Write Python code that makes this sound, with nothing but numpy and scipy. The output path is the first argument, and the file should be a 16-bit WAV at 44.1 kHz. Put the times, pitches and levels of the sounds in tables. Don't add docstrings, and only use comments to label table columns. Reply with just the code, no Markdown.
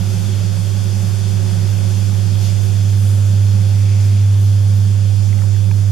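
import sys
import numpy as np
from scipy import signal
from scipy.fft import rfft, irfft
from scipy.io import wavfile
from scipy.ndimage import uniform_filter1d

SR = 44100
rng = np.random.default_rng(int(sys.argv[2]) if len(sys.argv) > 2 else 0)


def generate_wav(sig):
    pcm = np.round(np.clip(np.atleast_2d(sig).T, -1, 1) * 32767).astype(np.int16)
    wavfile.write(sys.argv[1], SR, pcm)


N = 260631
TIME_S = np.arange(N) / SR
BINS_HZ = np.maximum(np.arange(N // 2 + 1) * SR / N, 1)


# time in seconds, level relative to the right in dB.
LEFT_MIC_PATH = [(0.0, -15.5), (2.45, -14.5), (2.63, -17), (2.83, -7.5), (3.42, -5.5), (3.58, -8),
                 (4.3, -2.5), (4.95, -7.5), (5.25, -13), (5.65, -13.0), (5.9, -8)]

def pump_hum(hz=100.015, crest_db=-5.8, crest_s=3.5, rise_db_per_s=1.15, left_lag_rad=.17, waver_db=.2):
    right_db = crest_db - rise_db_per_s * np.maximum(crest_s - TIME_S, 0) + waver_db * wander(14)
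    left_db = right_db + np.interp(TIME_S, *np.transpose(LEFT_MIC_PATH))
    phase = 2 * np.pi * hz * TIME_S - np.array([[left_lag_rad], [0]])
    return np.sin(phase) * undb([left_db, right_db])


# frequency in Hz, left level in dB, right level in dB.
MOTOR_TONES = [(18.5, -51, -57), (50, -50, -56), (200, -45.5, -45.5), (400, -56, -59), (469.5, -52, -52),
               (712, -62, -52), (1100, -60, -60), (1405, -64, -64), (1490, -63, -63), (1721, -64, -64)]

def motor_tones(waver_db=1.0, waver_rad=.4):
    out = 0
    for hz, left_db, right_db in MOTOR_TONES:
        phase = 2 * np.pi * (hz * TIME_S + rng.random()) + waver_rad * wander(5)
        tone = np.sin(phase) * undb(waver_db * wander(3.3))
        out = out + tone * undb([[left_db], [right_db]])
    return out


# start in seconds, level in dB, pitch in Hz.
AIR_POCKETS = [(5.328, -31, 2100), (5.3885, -35, 2050), (5.418, -36, 1300), (5.42, -37, 1850),
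               (5.436, -39.5, 950), (5.546, -37, 1900), (5.563, -37, 1600), (5.711, -31.5, 1650),
               (5.712, -31, 2420), (5.712, -32, 880)]

def turtle_clicks(rise_s=.0009, decay_cycles=20, glide=-.08, splash=.3, pan_db=2):
    out, t = np.zeros((2, N)), TIME_S[:SR // 20]
    for start_s, db, hz in AIR_POCKETS:
        t60_s = decay_cycles / hz
        envelope = (1 - np.exp(-t / rise_s)) ** 2 * np.exp(-np.log(1000) * t / t60_s)
        pitch_hz = hz * (1 + glide * (np.minimum(2 * t / t60_s, 1) - .5))
        phase = 2 * np.pi * np.cumsum(pitch_hz) / SR
        bandpass = signal.butter(2, [hz / 2, hz * np.sqrt(2)], "band", fs=SR, output="sos")
        spray = signal.sosfilt(bandpass, rng.standard_normal(len(t)))
        ring = (np.sin(phase) + splash * spray / spray.std()) * envelope / envelope.max()
        start = int(start_s * SR)
        out[:, start:start + len(t)] += undb(db) * pan(pan_db) * ring
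    return out


# frequency in Hz, relative density in dB.
RUMBLE_SPECTRUM = [(10, -62), (30, -80), (50, -55), (72, -63), (110, -49.5), (145, -59), (220, -64.5),
                   (320, -65.5), (440, -70), (600, -80.5), (670, -71.5), (1100, -77), (2000, -82),
                   (5000, -99.5)]
# centre in Hz, width in Hz, relative peak density in dB, left minus right in dB.
ROOM_AND_TUB_MODES = [(171.4, 14, -45.5, -0.5), (196.8, 9.5, -47.5, 0.5), (245.6, 7.5, -58, 16),
                      (341.6, 9.8, -59.5, -4), (374.8, 14.4, -56.5, 0), (536.7, 33, -63.5, 3.5),
                      (591, 33, -67.5, -10), (827, 14, -67, -3), (930, 28, -76.5, -7),
                      (1460, 390, -78.5, 0)]

def room_rumble(flicker_db=.47):
    power = undb(spectrum(RUMBLE_SPECTRUM)) ** 2
    for hz, width_hz, db, pan_db in ROOM_AND_TUB_MODES:
        power = power + (undb(db) * resonance(hz, width_hz) * pan(pan_db)) ** 2
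    return stereo_noise(np.sqrt(power)) * undb(flicker_db * wander(8.3))


# frequency in Hz, relative density in dB.
HISS_SPECTRUM = [(900, -103), (2000, -84), (2550, -76), (2900, -78.5), (3350, -73), (3750, -75),
                 (4800, -76.5), (7500, -76), (8400, -78.5), (9600, -81), (10400, -78.5), (12500, -82.5),
                 (13500, -86), (14200, -113)]
# centre in Hz, width in Hz, level relative to the hiss in dB.
HISS_MODES = [(3360, 180, -17), (4870, 340, -7), (6150, 300, -10.5)]

def hiss(flicker_db=.8, bands=7):
    ring = 1 + sum(undb(db) * resonance(hz, width_hz) for hz, width_hz, db in HISS_MODES)
    noise_bins = rfft(stereo_noise(undb(spectrum(HISS_SPECTRUM)) * ring))
    centres_hz = np.geomspace(2000, 12000, bands)
    out = 0
    for weights in np.eye(bands):
        band = irfft(noise_bins * np.interp(BINS_HZ, centres_hz, weights), N)
        out = out + band * undb(flicker_db * wander(18))
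    return out


# peak time in seconds, length in seconds, centre in Hz, width in Hz, level in dB.
HISS_SWELLS = [(.15, 0.18, 6000, 9000, -40), (2.461, 0.084, 4430, 5500, -33.5),
               (2.448, .07, 10500, 5000, -41), (2.65, 0.051, 11000, 5000, -43.5),
               (3.092, 0.15, 10200, 7000, -40), (3.96, 0.5, 2380, 1250, -45),
               (4.05, .087, 7000, 10000, -40.5), (4.43, .08, 11500, 5000, -42.5),
               (4.77, .06, 12500, 3500, -47), (5.256, .09, 6000, 6000, -42.5),
               (5.43, .08, 7500, 7000, -43.5)]

def swishes():
    out, noise = np.zeros((2, N)), stereo_noise(1)
    for peak_s, length_s, hz, width_hz, db in HISS_SWELLS:
        near = np.abs(TIME_S - peak_s) < 2 * length_s
        bandpass = signal.iirpeak(hz, hz / width_hz, fs=SR)
        band = signal.lfilter(*bandpass, signal.lfilter(*bandpass, noise[:, near]))
        envelope = np.exp(-2 * ((TIME_S[near] - peak_s) / length_s) ** 2)
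        out[:, near] += band / band.std() * undb(db) * envelope
    return out


# frequency in Hz, left-right correlation.
MIC_CORRELATION = [(30, 0.69), (100, 0.48), (190, 0.69), (290, -0.45), (370, 0.2), (440, -0.013),
                   (540, 0.32), (900, 0.24), (1600, 0.55), (3600, .68), (5800, 0.46), (8000, 0.048),
                   (10500, -0.32), (14000, -0.45)]

def stereo_noise(amplitude_per_root_hz):
    correlation = np.clip(spectrum(MIC_CORRELATION), -1, 1)
    mid, side = rfft(rng.standard_normal((2, N)))
    pair = np.sqrt(1 + correlation) * mid + np.sqrt(1 - correlation) * side * np.array([[1], [-1]])
    return irfft(pair * amplitude_per_root_hz, N) * np.sqrt(SR) / 2


def undb(db):
    return 10 ** (np.asarray(db) / 20)


def spectrum(points):
    hz, value = np.transpose(points)
    return np.interp(np.log(BINS_HZ), np.log(hz), value)


def resonance(hz, width_hz):
    detuning = (BINS_HZ / hz - hz / BINS_HZ) * hz / width_hz
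    return 1 / (1 + (np.sqrt(2) - 1) * detuning ** 2)


def pan(left_minus_right_db):
    gains = undb([[left_minus_right_db / 2], [-left_minus_right_db / 2]])
    return gains / gains.mean()


def wander(rate_hz):
    size = int(SR / rate_hz)
    steps = np.repeat(rng.standard_normal(N // size + 1), size)
    smooth = uniform_filter1d(uniform_filter1d(steps, size), size)[:N]
    return smooth / smooth.std()


def fade(start_db, hold_s, sag_db_per_s):
    return undb(start_db - sag_db_per_s * np.maximum(TIME_S - hold_s, 0))


def scene():
    pump = pump_hum() + motor_tones()
    background = room_rumble() * fade(start_db=1.89, hold_s=1.87, sag_db_per_s=1.05)
    background += hiss() * fade(start_db=.99, hold_s=2.1, sag_db_per_s=1.0)
    return pump + background + swishes() + turtle_clicks()


def record(dry, cutoff_hz=13750):
    for hz, width_hz in ((3930, 330), (7870, 170)):
        dry = signal.lfilter(*signal.iirnotch(hz, hz / width_hz, fs=SR), dry)
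    lowpass = signal.ellip(8, .2, 70, cutoff_hz, fs=SR, output="sos")
    return signal.sosfilt(lowpass, dry)


dry = scene()
out = record(dry)
generate_wav(out)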